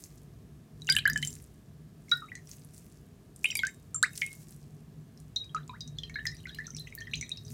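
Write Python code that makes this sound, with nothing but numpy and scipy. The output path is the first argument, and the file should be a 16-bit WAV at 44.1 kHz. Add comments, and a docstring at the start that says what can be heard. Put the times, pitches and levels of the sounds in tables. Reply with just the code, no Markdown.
"""Tabletop, close to a small microphone: a wet sponge is squeezed by turns over a ceramic bowl and a saucer.
Drops splat as short bursts of coloured noise and knock the dish, whose modes ring as decaying sines.
Bubbles, short dish rings and low thumps sound as damped sines, many sliding in pitch.
Faint drips chirp and tap the saucer near the end.
The sponge crackles as random resonant pops in fizz; a low wavering hum and a faint hiss lie underneath."""
import sys
import numpy as np
from scipy import signal
from scipy.fft import rfft, irfft, next_fast_len
from scipy.io import wavfile

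SR = 44100
rng = np.random.default_rng(int(sys.argv[2]) if len(sys.argv) > 2 else 0)


def file_out(sig):
    """Save sig as 16-bit WAV at sys.argv[1]."""
    # one column per channel
    cols = np.atleast_2d(sig).T
    # limit, then scale
    lim = np.clip(cols, -1, 1)
    pcm = np.round(lim * 32767).astype(np.int16)
    wavfile.write(sys.argv[1], SR, pcm)


N = 332073

# room air and hiss, spectrum: freq_hz, density_db (per Hz, relative)
AIR_SPECTRUM = [(18, -39), (30, -15.5), (154, -2), (306, -12.5), (420, -13.5), (562, -25), (641, -20),
                (858, -29.5), (1150, -27.5), (1490, -33), (1700, -28.5), (1890, -33.5), (8310, -39),
                (14800, -41.5), (16500, -53.5)]
# hum levels, interpolated: time_s, upper_hum_db, deep_rumble_db
HUM_LEVELS = [(0.0, -59, -59), (0.88, -52, -57.5), (0.94, -40.5, -48), (1.07, -50, -51), (1.13, -36, -47),
              (1.51, -58, -56.5), (2.12, -54, -61.5), (3.21, -59, -58.5), (5.16, -50.5, -59),
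              (5.47, -62, -56.5), (5.51, -50, -61.5), (6.25, -52, -47.5), (6.67, -56, -55.5),
              (6.75, -45, -54), (6.98, -58.5, -56), (7.19, -40.5, -49), (7.28, -58.5, -61),
              (7.53, -45.5, -50)]
# upper hum resonances: freq_hz, width_hz, level_db
UPPER_HUM_TONES = [(147.8, 12, 2), (158.8, 4, -4.5), (227, 40, -7.5), (416.5, 4.5, -18), (676, 22, -33)]
# deep rumble resonances: freq_hz, width_hz, level_db
DEEP_RUMBLE_TONES = [(58.8, 22, -0.5), (105.7, 8.5, 1)]
# bouts of foam crackle: peak_s, peak_db, fade_db_per_s
CRACKLE_BOUTS = [(0, -56, 78), (0.902, -52, 180), (1.26, -46.5, 112), (2.12, -61.5, 93),
                 (2.52, -54.5, 148.5), (2.76, -58, 84), (3.46, -56.5, 49.5), (3.58, -74, 104),
                 (4.181, -46.5, 104.5), (4.36, -60, 63), (4.52, -65.5, 114), (5.2, -75, 87.5),
                 (6.249, -69, 13), (6.802, -75, 37), (7.53, -54, 96)]
# foam crackle, spectrum: freq_hz, density_db (per Hz, relative)
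FOAM_SPECTRUM = [(880, -41.5), (1500, -10.5), (2090, -11.5), (3220, -18), (5700, -4.5), (7850, -3),
                 (15200, -8.5), (16000, -11), (16500, -31)]
# spans when drops fall in the bowl, else on the saucer: start_s, end_s
BOWL_SPANS = [(.3, 1.55), (2.7, 4.5)]
# bowl modes: freq_hz, level_db, t60_s
BOWL_MODES = [(1770, 0, 0.091), (2162.4, 4.5, 0.22), (3050, 6, 0.16), (3758, 2.5, 0.31), (4894, 5, 0.083),
              (5680, -5.5, 0.11), (7380, -1.5, .16), (7660, 3.5, 0.026), (9000, -3, 0.12),
              (10300, -4, 0.049), (12200, -6.5, .1)]
# saucer modes: freq_hz, level_db, t60_s
SAUCER_MODES = [(1853, -2, 0.23), (3730, 2.5, 0.16), (3810, 2, 0.35), (4120, 7, 0.09), (5874, -3.5, 0.075),
                (6350, -3.5, 0.044), (9300, -16.5, .07), (13400, -5, 0.084)]
# drops landing: start_s, crack_peak_db, centre_hz, knock_db (on the dish, relative to the crack)
DROP_SPLATS = [(0.0384, -30, 6500, -54), (0.819, -42.5, 7050, -40), (.87, -29.5, 6040, -34),
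               (0.891, -28, 3050, -27), (0.898, -16.5, 7500, -40), (.8988, -17, 4800, -36),
               (.923, -16, 9100, -50), (0.9522, -21, 7900, -47), (0.965, -15.5, 9500, -54),
               (.9855, -24, 7950, -53), (1.054, -29, 4950, -47.5), (1.076, -20, 10900, -49),
               (.978, -29.5, 11500, -40.5), (1.099, -24, 13500, -51), (1.0985, -26.5, 4900, -33),
               (1.1324, -23.5, 6800, -58), (1.16, -32, 7440, -42), (1.1758, -21, 7200, -47),
               (1.2262, -24, 7200, -47), (1.2276, -34, 2930, -28), (1.249, -21, 7440, -39.5),
               (1.273, -20, 7370, -34), (1.3283, -33, 6940, -48), (1.3528, -32.5, 8800, -47),
               (1.4246, -42, 9980, -45), (1.4408, -43, 8870, -45.5), (2.0938, -37.5, 5560, -31.5),
               (2.1145, -23.5, 5330, -37), (2.119, -38, 12000, -26), (2.12, -41, 1840, -28.5),
               (2.171, -39, 13400, -55), (2.3534, -31.5, 5870, -36), (2.4723, -40.5, 5820, -35),
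               (2.514, -31, 6030, -52.5), (2.494, -40, 12000, -51.5), (2.5948, -45.5, 9000, -51.5),
               (2.6474, -39, 10100, -40), (2.7452, -39.5, 8700, -40), (2.7791, -38, 8130, -42.5),
               (2.9232, -46, 7660, -50.5), (3.3613, -33.5, 8600, -39), (3.3917, -44.5, 8870, -46),
               (3.442, -24.5, 8900, -26), (3.445, -34.5, 2120, -28), (3.457, -33, 3050, -33),
               (3.5073, -32, 5840, -21), (3.5538, -32.5, 4700, -25), (3.5531, -14, 8300, -35),
               (3.57, -18.5, 10900, -33), (3.591, -29, 7000, -40), (3.6324, -35, 4560, -51),
               (3.6503, -29, 4420, -31), (3.6686, -22, 6800, -41), (3.7449, -41.5, 7680, -38),
               (3.9447, -28, 7700, -17), (4.0277, -8.5, 7450, -63), (4.163, -40, 6480, -54),
               (4.1764, -24, 7260, -41), (4.2146, -27, 5600, -64), (4.218, -37.5, 2080, -21.5),
               (4.2635, -28.5, 9000, -48.5), (4.3291, -35.5, 9350, -46.5), (5.175, -44.5, 5300, -37.5),
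               (5.2009, -42.5, 8730, -48.5), (5.3602, -28.5, 5940, -36.5), (5.364, -38, 4100, -26.5),
               (5.4446, -42.5, 5900, -40), (5.5474, -31, 6240, -40), (5.6778, -40, 6900, -57),
               (5.8066, -31.5, 5930, -28.5), (5.876, -35.5, 5890, -33.5), (5.9848, -35.5, 5120, -29),
               (5.985, -51, 2010, -33), (6.034, -35, 4250, -33.5), (6.034, -51, 1920, -33),
               (6.096, -41, 6300, -32), (6.097, -42, 1950, -31), (6.156, -43.5, 4040, -38.5),
               (6.2528, -35, 6350, -26), (6.2674, -21, 4800, -39), (6.256, -36.5, 12000, -50),
               (6.347, -44, 9000, -50), (6.3676, -39.5, 5640, -39), (6.47, -40.5, 4100, -31),
               (6.4921, -46, 4530, -37), (6.546, -39, 4500, -38), (6.549, -37, 12100, -50),
               (6.585, -40.5, 4550, -33.5), (6.6683, -38.5, 6150, -22), (6.7047, -48, 6340, -30),
               (6.766, -27.5, 6050, -32), (6.796, -34, 11500, -48), (6.872, -51, 6300, -18),
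               (6.9237, -54, 6030, -46), (6.951, -27, 14000, -40), (7.005, -35.5, 5640, -31.5),
               (7.136, -33, 5870, -32), (7.1557, -28.5, 6100, -41), (7.211, -26, 6440, -32),
               (7.226, -44, 3900, -31), (7.293, -29.5, 7400, -32), (7.3158, -36, 5780, -33),
               (7.3721, -33.5, 5160, -48), (7.449, -46.5, 6260, -15.5), (7.4806, -41, 5400, -32)]
# water and dish tones: sliding bubbles, steady short dish rings, a few low thumps:
# start_s, pitch_hz, peak_db, t60_ms, rise_per_s (share of pitch)
WATER_AND_DISH_TONES = [(0.819, 3960, -40, 30, -3.5), (.8759, 2940, -34, 90, -8.5),
                        (0.8902, 2000, -18.5, 5.2, -34), (.89, 910, -42, 18, -3),
                        (0.8897, 1512, -24.5, 140, 1.5), (.889, 3630, -21, 2.2, -15),
                        (.8989, 2340, -29.5, 77, -5), (0.8993, 4840, -15.5, 67, 0),
                        (0.9226, 3040, -25, 20, 41), (0.9487, 1810, -29, 28, -8),
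                        (.966, 1670, -24.5, 33, 4), (0.9651, 2740, -14.5, 11, 27),
                        (0.966, 3620, -18, 2.6, -15), (0.9718, 2970, -25, 38, 5),
                        (0.985, 2440, -26, 27, -.5), (0.985, 1630, -31, 28, -1),
                        (.9881, 3318, -25, 20, -10.5), (0.9901, 3605, -27, 12, 41),
                        (1.0541, 1630, -13.5, 40, 8), (1.059, 1810, -23, 19, 27),
                        (1.0633, 2900, -33, 64, 7), (1.0741, 1537, -20.5, 74, 7), (1.079, 3980, -33, 13, 4),
                        (1.098, 1750, -22, 52, -1), (1.159, 3080, -35.5, 65, -2),
                        (1.1589, 1754, -20.5, 49, -3), (1.226, 1880, -29, 23, 24),
                        (1.2276, 4030, -29, 6.5, -3), (1.23, 3066, -28, 30, 3.5),
                        (2.083, 2190, -51.5, 25, -4), (2.113, 2280, -39, 30, -4),
                        (2.116, 3827, -16.5, 68, 1), (2.1187, 1405, -23, 99, 1.5),
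                        (2.22, 1352, -39.5, 85, -3), (2.2242, 1162, -43.5, 100, 5),
                        (2.2834, 1996, -50, 50, 25), (2.318, 1920, -33.5, 16, 3),
                        (2.352, 1956, -38.5, 58, -3.5), (2.375, 1910, -51.5, 19, 25),
                        (3.443, 873, -46.5, 30, -3), (3.4445, 2492, -14.5, 15, -5),
                        (3.4503, 2480, -25.5, 20, 4.5), (3.4544, 2460, -15.5, 12.3, 42),
                        (3.503, 3040, -23, 9.7, 0), (3.5165, 2679, -30, 31, -13),
                        (3.5523, 5600, -40, 23, -1), (3.555, 870, -49.5, 25, -1),
                        (3.5548, 2350, -23.4, 33, -3.5), (3.572, 4780, -34, 47, 0.5),
                        (3.5905, 2225, -26.5, 83, -1.5), (3.592, 904, -52, 40, 1),
                        (3.591, 3320, -26, 15, 1), (3.5956, 3800, -35, 9.7, 43),
                        (3.6342, 1890, -21, 4.1, 10), (3.6338, 1513, -20.5, 94, 2),
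                        (3.6455, 1610, -33, 39, 0), (3.67, 1650, -31, 40, 8), (3.68, 1795, -42.5, 24, 42),
                        (3.9475, 1335, -39.5, 56, -5), (3.9586, 7380, -24, 27, -3.5),
                        (4.0274, 1360, -28, 25, -12), (4.0282, 3990, -17, 5.4, -33),
                        (4.0332, 3820, -28, 18, 40), (4.0315, 1333, -15.5, 41, 39),
                        (4.136, 2770, -54, 30, -14), (4.2177, 1930, -29, 30, 5),
                        (4.218, 2240, -19, 10.3, 5), (4.2186, 3200, -28, 14, -23),
                        (4.2269, 2220, -29.5, 19, 14), (4.2318, 2309, -29.5, 20, -1.5),
                        (5.3629, 5910, -36, 9.2, 2), (5.3619, 3833, -23, 63, -1),
                        (5.438, 2480, -54, 11, -6), (5.494, 3200, -48, 15, 5),
                        (5.5467, 1290, -25, 72, -1.5), (5.5652, 2560, -38, 2.6, .1),
                        (5.5679, 3860, -45.5, 68, 1), (5.5692, 1226, -38, 60, 15.5),
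                        (5.63, 3180, -60, 25, 35), (5.6947, 2370, -45.5, 12, 10),
                        (5.695, 3810, -42.5, 31, -2), (5.694, 1023, -38, 99, -2),
                        (5.729, 1002, -47.5, 190, 30), (5.807, 4950, -35, 26, -3.5),
                        (5.81, 3825, -40, 125, -0.5), (5.8777, 3840, -52.5, 49, -1),
                        (5.986, 3460, -29, 14, 0), (5.997, 3250, -54, 14, 16), (6.0342, 3140, -31, 20, 2.5),
                        (6.096, 2190, -41, 44, 2.5), (6.1573, 2150, -34.5, 28, 3.5),
                        (6.1566, 1618, -29, 57, 8), (6.1873, 1718, -31, 70, 2.5),
                        (6.192, 2740, -49, 20, 23), (6.2543, 1926, -25.5, 14, 0.5),
                        (6.264, 1755, -33.5, 154, 1.5), (6.27, 4780, -34, 8.5, 24.5),
                        (6.2716, 5010, -21.5, 5.7, 17), (6.3205, 1960, -45, 40, 2),
                        (6.44, 2930, -50, 16, 1), (6.455, 1880, -34.5, 17.5, 35),
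                        (6.47, 1464, -43.5, 73, 4.5), (6.505, 1650, -46.5, 41, 4),
                        (6.493, 3600, -39.5, 22, -20), (6.5457, 2868, -46, 15, 10),
                        (6.587, 1742, -30, 78, 1), (6.6018, 1834, -35, 28, 10), (6.645, 1930, -57, 40, 30),
                        (6.6679, 5900, -33, 8.3, 17), (6.678, 1415, -47, 43, -5),
                        (6.705, 5820, -34.5, 6.5, 35), (6.735, 2010, -61, 29, 17),
                        (6.748, 5720, -33.5, 8.1, 9), (6.771, 5200, -43, 43, 9),
                        (6.7855, 3600, -38, 6.4, 30), (6.7978, 4110, -40.5, 85, -1),
                        (6.87, 2340, -46.5, 35, 32), (6.8715, 2030, -43, 22, -2),
                        (6.9248, 2230, -38.5, 16, -5), (6.977, 1800, -40, 71, 1),
                        (6.9857, 4310, -38.5, 7.8, 15), (6.998, 2020, -55, 26, 38),
                        (7.0092, 1784, -37.5, 78, 1.5), (7.02, 3140, -43.5, 21, 4.5),
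                        (7.07, 3200, -48, 13, -3), (7.0704, 1950, -40, 90, -3.5),
                        (7.0789, 1830, -38, 32, 4), (7.1344, 2320, -27, 10, 33),
                        (7.1358, 2530, -28, 18, 48.5), (7.138, 3480, -31.5, 25, 28),
                        (7.147, 4280, -31, 9.7, -21), (7.171, 5942, -41, 58, 7.5),
                        (7.2108, 5970, -32, 43, -1), (7.2116, 2186, -40, 36, 1),
                        (7.2256, 2140, -31.5, 19, 16.5), (7.2314, 2080, -40, 25, -11),
                        (7.302, 2330, -49, 33, 17), (7.3166, 3838, -26, 53, -1.5),
                        (7.372, 2730, -52.5, 20, 1), (7.3723, 5320, -43, 16, 3.5),
                        (7.451, 5660, -47.5, 10, 21.5), (7.4816, 4920, -48.5, 19, -7)]

AIR_DB, LOW_CUT_HZ, TOP_CUT_HZ = -56, 36., 16850
ROOM_T60_S, WALL_CUT_HZ, FIRST_ECHO_S = 0.16, 8100, 0.0013
# the saucer stands farther from the microphone, so more of the room is heard
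ROOM_BOWL_DB, ROOM_SAUCER_DB = -16.75, -10.25
CRACKLE_RISE_DB_PER_S, CRACKLE_RESTING_DB = 220.5, -84.5
TONES_TO_DISH_DB = -63   # little of a bubble's pressure passes into the stiff ceramic
# a bubble that climbs fast opens up more slowly; time constant and its growth per unit of rise_per_s
SWELL_MS, SWELL_MS_PER_RISE = .9, 0.13
# faint drips as the sponge runs dry: loudest peak, steepest rise
TRICKLE_START_S, TRICKLE_END_S = 5.95, 7.5
TRICKLE_MAX_DB, TRICKLE_T60_MS, TRICKLE_MAX_RISE_PER_S = -53.5, 15, 39
TAPS_PER_S, TAP_MEDIAN_DB, TAP_SPREAD_DB = 30, -76, 8


def amp(db):
    """dB to gain."""
    return 10 ** (np.asarray(db) / 20)


def rms_one(x):
    """Scale to unit rms."""
    return x / np.sqrt(np.mean(x ** 2) + 1e-20)


def add(out, start_s, sound):
    """Mix a sound in at start_s."""
    i = min(round(start_s * SR), N)
    out[i:i + len(sound)] += sound[:N - i]


def in_time(rows):
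    """Each column of a curve, sample by sample."""
    time_s, *columns = np.transpose(rows)
    return [np.interp(np.arange(N) / SR, time_s, column) for column in columns]


def coloured(x, spectrum):
    """Shape a signal by a (Hz, dB) spectrum, interpolated over log frequency; rms 1."""
    size = next_fast_len(N)
    freq_hz, level_db = np.transpose(spectrum)
    bin_hz = np.arange(size // 2 + 1) * SR / size
    gain = amp(np.interp(np.log(bin_hz + 1), np.log(freq_hz), level_db))
    return rms_one(irfft(rfft(x, size) * gain, size)[:N])


def resonance(x, hz, width_hz):
    """Two-pole band-pass with gain 1 on top."""
    r = np.exp(-np.pi * width_hz / SR)
    b = [(1 - r * r) / 2, 0, (r * r - 1) / 2]
    a = [1, -2 * r * np.cos(2 * np.pi * hz / SR), r * r]
    return signal.lfilter(b, a, x)


def drift(rate_hz):
    """Slow chance: noise twice through a one-pole low-pass; rms 1."""
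    r = np.exp(-2 * np.pi * rate_hz / SR)
    noise = rng.standard_normal(N + SR)   # the first second settles the filter
    return rms_one(signal.lfilter([1], [1, -2 * r, r * r], noise)[SR:])


def room_air():
    """Steady noise shaped to the spectrum of room air and hiss."""
    return amp(AIR_DB) * coloured(rng.standard_normal(N), AIR_SPECTRUM)


def hum():
    """Noise in narrow low resonances: tones that waver and swell."""
    out = 0
    for tones, level_db in zip((UPPER_HUM_TONES, DEEP_RUMBLE_TONES), in_time(HUM_LEVELS)):
        drone = 0
        for hz, width_hz, tone_db in tones:
            narrow = resonance(rng.standard_normal(N), hz, width_hz)
            drone = drone + amp(tone_db) * rms_one(resonance(narrow, hz, 2 * width_hz))
        out = out + amp(level_db) * rms_one(drone)
    return out


def room(x):
    """Dense reflections from table and walls: decaying noise, dulled, after a short gap."""
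    t = np.arange(SR // 2) / SR
    tail = rng.standard_normal(len(t)) * amp(-60 * t / ROOM_T60_S) * (t > FIRST_ECHO_S)
    tail = signal.lfilter(*signal.butter(1, WALL_CUT_HZ, fs=SR), tail)
    return signal.fftconvolve(x, tail / np.sqrt(np.sum(tail ** 2)))[:N]


def crackle_level():
    """Gain of the crackle: each bout rises fast and fades at its own pace over a resting level."""
    t = np.arange(N) / SR
    level = amp(CRACKLE_RESTING_DB)
    for peak_s, peak_db, fade_db_per_s in CRACKLE_BOUTS:
        drop_db = np.where(t < peak_s, CRACKLE_RISE_DB_PER_S * (peak_s - t), fade_db_per_s * (t - peak_s))
        level = level + amp(peak_db - drop_db)
    return level


def sponge(pops_per_s=1600.0, spread_db=9.5, ring_cycles=2.5, fizz_db=-2.0, fizz_flutter_db=1.5):
    """Foam cells burst at random, each ringing a few cycles in one of ten bands; the finest merge into fizz."""
    sizes = amp(spread_db * np.minimum(rng.exponential(1, N), 4)) * rng.choice([-1, 1], N)
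    pops = sizes * (rng.random(N) < pops_per_s / SR)
    band = rng.integers(0, 10, N)
    grains = 0
    for k, hz in enumerate(np.geomspace(2500, 15500, 10)):
        grains = grains + resonance(pops * (band == k) + 1e-18, hz, hz / ring_cycles) / np.sqrt(hz)
    fizz = amp(fizz_db + fizz_flutter_db * drift(25.)) * rng.standard_normal(N)
    return crackle_level() * coloured(rms_one(grains) + fizz, FOAM_SPECTRUM)


def taps():
    """Drips tap the dish: clicks of uneven strength at random moments through the trickle."""
    t = np.arange(N) / SR
    hit = (rng.random(N) < TAPS_PER_S / SR) & (t > TRICKLE_START_S) & (t < TRICKLE_END_S)
    return hit * amp(TAP_MEDIAN_DB + TAP_SPREAD_DB * rng.standard_normal(N))


def dish(force, modes, slosh_db=4.0):
    """Each mode is a decaying sine driven by the force; the moving film of water makes it flutter."""
    out = 0
    for hz, level_db, t60_s in modes:
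        r, w = amp(-60 / (t60_s * SR)), 2 * np.pi * hz / SR
        b, a = [0, amp(level_db) * np.sin(w)], [1, -2 * r * np.cos(w), r * r]
        ring = signal.lfilter(b, a, force + 1e-18)
        out = out + ring * amp(slosh_db * drift(32.0))
    return out


def splats(crack_t60_s=0.0056, width_share=.33, snap_db=-10, spray_db=-24, spray_t60_s=0.065, front=4.6):
    """A crack of noise coloured by droplet size, a bright snap and a trail of spray; the crack knocks the dish."""
    air, knock = np.zeros(N), np.zeros(N)
    n = np.arange(SR // 8)
    t = n / SR
    lead = 30   # samples of swelling before the hard front of the impact
    shape = amp(-60 * np.abs(n - lead) / SR / crack_t60_s) * np.minimum(n / lead, 1)
    for start_s, peak_db, hz, knock_db in DROP_SPLATS:
        noise = rng.standard_normal(len(t))
        burst = (noise + front * (n == lead)) * shape
        crack = resonance(resonance(burst, hz, width_share * hz), hz, 1.3 * hz)
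        crack = crack / np.abs(crack).max()
        snap = amp(snap_db) * np.diff(burst, prepend=0) / 4
        spray = rms_one(resonance(resonance(noise, hz, width_share * hz), hz, 0.95 * hz))
        spray = amp(spray_db - 60 * t / spray_t60_s) * spray
        add(air, start_s, amp(peak_db) * (crack + snap + spray))
        add(knock, start_s, amp(peak_db + knock_db) * resonance(crack, hz, hz / 5))
    return air, knock


def trickle(count=45):
    """Faint drips at random moments trap small bubbles that chirp upward."""
    rows = []
    for when, small, weak, rise in rng.random((count, 4)):
        start_s = TRICKLE_START_S + (TRICKLE_END_S - TRICKLE_START_S) * when
        rows.append((start_s, 1900 * 2.6 ** small, TRICKLE_MAX_DB - 14.0 * weak,
                     TRICKLE_T60_MS, TRICKLE_MAX_RISE_PER_S * rise))
    return rows


def droplets(below_db=-22, late_s=.035, t60_ms=9., count=4):
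    """A few droplets fall back after each listed tone and trap weaker, mostly higher bubbles."""
    rows = []
    for start_s, hz, peak_db, *_ in WATER_AND_DISH_TONES:
        for late, small, weak, rise in rng.random((count, 4)):
            delay_s = 0.0046 - late_s * np.log(1 - .9 * late)
            rows.append((start_s + delay_s, hz * (.85 + .5 * small), peak_db + below_db - 14 * weak,
                         t60_ms, 25 * rise))
    return rows


def water_and_dish_tones(burst_slide=1.2):
    """Damped sines: bubbles slide in pitch as they near the surface, dish rings and thumps hold steadier."""
    air, t = np.zeros(N), np.arange(SR // 8) / SR
    for start_s, hz, peak_db, t60_ms, rise_per_s in list(WATER_AND_DISH_TONES) + droplets() + trickle():
        swell_ms = SWELL_MS + SWELL_MS_PER_RISE * max(rise_per_s, 0)
        shape = (1 - np.exp(-1000 * t / swell_ms)) * amp(-60000 * t / t60_ms)
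        # a bubble bursts once its pitch has slid by about this share
        burst = np.exp(-(rise_per_s * t / burst_slide) ** 6)
        tone = np.sin(2 * np.pi * hz * (t + rise_per_s * t * t / 2))
        add(air, start_s, amp(peak_db) * shape / shape.max() * burst * tone)
    return air


def scene():
    """Water, dishes and sponge in the room, over hum and air."""
    t = np.arange(N) / SR
    bowl = sum((t > start_s) & (t < end_s) for start_s, end_s in BOWL_SPANS)
    tones = water_and_dish_tones()
    crack, knock = splats()
    force = amp(TONES_TO_DISH_DB) * tones + knock + taps()
    dishes = dish(force * bowl, BOWL_MODES) + dish(force * (1 - bowl), SAUCER_MODES)
    near = tones + crack + dishes + sponge()
    room_db = ROOM_SAUCER_DB + (ROOM_BOWL_DB - ROOM_SAUCER_DB) * bowl
    return (near + room(near * amp(room_db)) + hum() + room_air())[None]


def record(dry):
    """The microphone drops the deepest bass; the top is cut."""
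    x = signal.sosfilt(signal.butter(4, LOW_CUT_HZ, "high", fs=SR, output="sos"), dry)
    return signal.sosfilt(signal.cheby2(24, 70, TOP_CUT_HZ, fs=SR, output="sos"), x)


dry = scene()
out = record(dry)
file_out(out)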